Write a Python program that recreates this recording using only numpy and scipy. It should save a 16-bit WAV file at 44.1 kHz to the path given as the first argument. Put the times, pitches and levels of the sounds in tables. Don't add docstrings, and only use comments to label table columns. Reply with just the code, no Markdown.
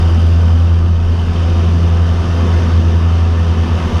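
import sys
import numpy as np
from scipy import signal
from scipy.fft import rfft, irfft, next_fast_len
from scipy.io import wavfile
from scipy.ndimage import uniform_filter1d, minimum_filter1d, map_coordinates

SR = 44100
rng = np.random.default_rng(int(sys.argv[2]) if len(sys.argv) > 2 else 0)


def digitize_waveform(pressure):
    field = np.atleast_2d(pressure).T
    bounded = np.clip(field, -1, 1)
    quanta = np.round(bounded * 32767).astype(np.int16)
    wavfile.write(sys.argv[1], SR, quanta)


N = 176400

# time_s, rate_hz
SHAFT_SPEED = [(0, 83.7), (.4, 83.8), (.8, 84.4), (1.5, 84.6), (2.3, 84.6), (2.8, 83.9), (3.3, 84.1),
               (4, 83.4)]
# time_s, carrier_level_db, throb_depth (0-1)
FUNDAMENTAL = [(0, -9.5, 0.32), (.35, -7, 0), (.7, -8, 0.2), (1, -10.7, 0), (1.3, -14, 0.4),
               (1.6, -10.5, 0), (1.9, -8.5, .22), (2.3, -12.5, 0.13), (2.6, -9.5, 0.06), (2.9, -10, 0.28),
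               (3.25, -9.5, 0.1), (3.55, -12, 0.47), (3.75, -13, 0.4), (3.9, -17, 1), (4, -14.5, .8)]
# time_s, rate_hz
THROB_RATE = [(0, 9.8), (.35, 10.5), (.7, 9.9), (1, 10.4), (1.3, 12), (1.6, 7.1), (1.9, 11.1), (2.2, 12.3),
              (2.4, 13), (2.6, 6.8), (2.9, 10.7), (3.25, 12), (3.55, 9.4), (3.75, 7.2), (3.9, 9.9),
              (4, 10.1)]
# time_s, level_db
FIRING_LEVEL = [(0, -21.5), (.45, -29.5), (.9, -26), (1.3, -29.5), (1.8, -22.5), (2.1, -25), (2.45, -27),
                (2.9, -26), (3.4, -27.5), (4, -29)]
# shaft_multiple, base_level_db
EXHAUST_HARMONICS = [(3, -35), (4, -38.5), (5, -41.5), (6, -40), (7, -48), (8, -45), (9, -45.5),
                     (10, -50.5), (11, -47.5), (13, -54), (14, -50), (15, -48), (16, -51.5), (18, -56)]
# time_s, gain_db
OVERTONE_GAIN = [(0, 1.5), (.6, 0.5), (1, -4), (1.5, 0.5), (2.6, 2.5), (3.3, -1.5), (4, 0)]
# pitch_hz, width_hz, relative_db
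METAL_MODES = [(770, 70, 7.5), (1326, 44, 6), (1503, 130, 3.5), (2780, 190, -1.5), (4870, 300, -4),
               (7450, 300, -19), (8720, 310, -16.5), (11000, 1800, -28.5)]
# time_s, level_db
CLATTER_ENVELOPE = [(0, -36.5), (.6, -42), (1, -46), (1.5, -44), (2.2, -43), (3, -45.5), (4, -45.5)]
RATTLE_ENVELOPE = [(0, -40), (.6, -48.5), (1, -48), (1.5, -48.5), (2.2, -49.5), (4, -48.5)]
RUMBLE_ENVELOPE = [(0, -24), (.35, -31), (.8, -28), (1.3, -26), (1.8, -32.5), (3, -33), (4, -31.5)]
# time_s, buffet_db, roar_db, hiss_db
AIR_ENVELOPES = [(0.0, -25.5, -26.5, -33), (0.3, -22.5, -30, -34.5), (0.65, -26, -30.0, -36.5),
                 (0.95, -24.5, -32, -39), (1.2, -25, -30, -35.6), (1.5, -21.5, -27.5, -33.6),
                 (1.75, -21.0, -28, -33.5), (2.0, -23.5, -28, -34.4), (2.3, -20.9, -27, -33),
                 (2.55, -19, -23.5, -31.5), (2.85, -21.5, -28, -34), (3.3, -24.5, -27.5, -35),
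                 (3.6, -21, -26.5, -33.5), (4.0, -19.5, -24, -31.1)]
# frequency_hz, relative_density_db
SKIRT_SPECTRUM = [(45, -35), (58, -11), (67, -8), (74, -2.5), (84, -2.5), (95, -4.5), (108, -14),
                  (122, -16), (150, -35)]
BUFFET_SPECTRUM = [(90, -34.5), (120, -11.5), (150, -1), (185, -1.5), (222, 3.5), (250, -2), (275, -6),
                   (305, -10.5), (345, -4), (400, -6.5), (480, -11.5), (560, -17.5), (700, -42.5)]
ROAR_SPECTRUM = [(380, -31), (500, 3.5), (560, 0.5), (640, 0.5), (740, 3), (800, -5.5), (870, -1), (930, 1),
                 (1050, 1), (1250, 0.5), (1330, -3.5), (1520, -3.5), (1630, -7), (1770, -3), (1920, -10),
                 (2100, -8), (2350, -20), (2800, -32)]
HISS_SPECTRUM = [(1700, -31.5), (2300, -6.5), (2520, -2), (2900, -1), (3130, 0), (3260, -5.5), (3650, -4),
                 (4000, -12), (4350, -9), (4950, -9.5), (5300, -9), (5750, -10), (6500, -14.5),
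                 (6950, -21.5), (7450, -23), (8000, -25.5), (8650, -24.5), (9900, -28.5), (12500, -33.5),
                 (13300, -41.5), (15000, -47.5)]
RUMBLE_SPECTRUM = [(12, -36.5), (20, -15), (24, -5.5), (31, 3.5), (40, -3.5), (46, -11.5), (60, -27.5)]


def amp(db):
    return 10 ** (np.asarray(db) / 20)


def unit_rms(x):
    return x / np.sqrt(np.mean(x ** 2) + 1e-20)


def curves(rows):
    time_s, *columns = np.transpose(rows)
    return [np.interp(np.arange(N) / SR, time_s, column) for column in columns]


def wobble(rate_hz):
    return map_coordinates(rng.standard_normal(1024), [np.arange(N) * rate_hz / SR + 2], mode="wrap")


def running_phase(hz):
    return 2 * np.pi * np.cumsum(hz) / SR


def tone(phase, rms_db):
    return np.sqrt(2) * amp(rms_db) * np.sin(phase)


def filtered(x, response):
    size = next_fast_len(N + SR // 2)
    return irfft(rfft(x, size) * response(np.fft.rfftfreq(size, 1 / SR)), size)[:N]


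def resonance(hz, pitch_hz, width_hz):
    damping = 1j * hz * width_hz
    return (damping / (pitch_hz ** 2 - hz ** 2 + damping)) ** 2


def coloured_noise(spectrum, patchy_db):
    cells = signal.stft(rng.standard_normal(N), nperseg=1024)[2]
    patches = uniform_filter1d(rng.standard_normal(cells.shape), size=6, axis=0)
    patches = uniform_filter1d(patches, size=8, axis=1)
    noise = signal.istft(cells * amp(patchy_db * unit_rms(patches)), nperseg=1024)[1][:N]
    knots_hz, db = np.transpose(spectrum)
    colour = lambda hz: amp(np.interp(np.log(hz + 1), np.log(knots_hz + 1), db, left=-120, right=-120))
    return unit_rms(filtered(noise, colour))


def engine_drone(shaft_phase):
    carrier_db, depth = curves(FUNDAMENTAL)
    throb_hz, = curves(THROB_RATE)
    throb = 1 - depth * np.cos(running_phase(throb_hz))
    skirt = amp(-24.5) * coloured_noise(SKIRT_SPECTRUM, patchy_db=3)
    return throb * (tone(shaft_phase, carrier_db) + skirt)


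def engine_overtones(shaft_phase, waver_db=3, waver_rad=0.67):
    firing_db, = curves(FIRING_LEVEL)
    gain_db, = curves(OVERTONE_GAIN)
    tones = tone(2 * shaft_phase + 0.25 * wobble(5), firing_db + 1.2 * wobble(6.5))
    propeller = (1.245, -32.5)  # blade_passages_per_turn, base_level_db
    for multiple, base_db in EXHAUST_HARMONICS + [propeller]:
        phase = multiple * shaft_phase + rng.uniform(0, 2 * np.pi) + waver_rad * wobble(9)
        tones += tone(phase, base_db + gain_db + waver_db * wobble(6.02))
    return tones


def metal_clatter(shaft_phase, sharpness=0.54, unevenness=0.21):
    level_db, = curves(CLATTER_ENVELOPE)
    alternation = 1 + unevenness * np.sin(shaft_phase / 2)
    bursts = np.exp(sharpness * np.sin(shaft_phase)) * alternation * rng.standard_normal(N)
    metal = lambda hz: sum(amp(db) * resonance(hz, pitch, width) for pitch, width, db in METAL_MODES)
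    return amp(level_db + 0.6 * wobble(22)) * unit_rms(filtered(bursts, metal))


def fitting_rattle(shaft_phase, sharpness=0.97, fitful_db=2.5):
    level_db, = curves(RATTLE_ENVELOPE)
    shakes = np.exp(sharpness * np.sin(shaft_phase / 2))
    chatter = shakes * amp(fitful_db * wobble(30)) * rng.standard_normal(N)
    fitting = lambda hz: resonance(hz, pitch_hz=3074, width_hz=230)
    return amp(level_db) * unit_rms(filtered(chatter, fitting))


def slipstream(shaft_phase):
    buffet_db, roar_db, hiss_db = curves(AIR_ENVELOPES)
    flutter = 0.11 * np.sin(shaft_phase) + 0.036 * np.sin(shaft_phase / 2)
    flutter += 0.09 * np.sin(2 * shaft_phase)
    buffet = amp(buffet_db - 2.5 + 0.36 * wobble(17)) * coloured_noise(BUFFET_SPECTRUM, patchy_db=0.8)
    roar = amp(roar_db - 3 + 0.16 * wobble(15)) * coloured_noise(ROAR_SPECTRUM, patchy_db=0.65)
    hiss = amp(hiss_db - 3 + 0.35 * wobble(25.16)) * coloured_noise(HISS_SPECTRUM, patchy_db=1)
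    return buffet + roar * (1 + 0.22 * flutter) + hiss * (1 + flutter)


def airframe_rumble():
    level_db, = curves(RUMBLE_ENVELOPE)
    return amp(level_db) * coloured_noise(RUMBLE_SPECTRUM, patchy_db=2)


def scene():
    shaft_hz, = curves(SHAFT_SPEED)
    shaft_phase = running_phase(shaft_hz)
    engine = engine_drone(shaft_phase) + engine_overtones(shaft_phase)
    metal = metal_clatter(shaft_phase) + fitting_rattle(shaft_phase)
    return (engine + metal + slipstream(shaft_phase) + airframe_rumble())[None]


def record(dry, ceiling_db=-1, knee=3.75, cutoff_hz=15100):
    peak_ratio = np.abs(dry[0]) / amp(ceiling_db)
    needed_gain = 1 / (1 + peak_ratio ** knee) ** (1 / knee)
    held_gain = minimum_filter1d(needed_gain, size=600)
    smooth_gain = uniform_filter1d(held_gain, size=500)
    return filtered(dry[0] * smooth_gain, lambda hz: hz < cutoff_hz)[None]


dry = scene()
out = record(dry)
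digitize_waveform(out)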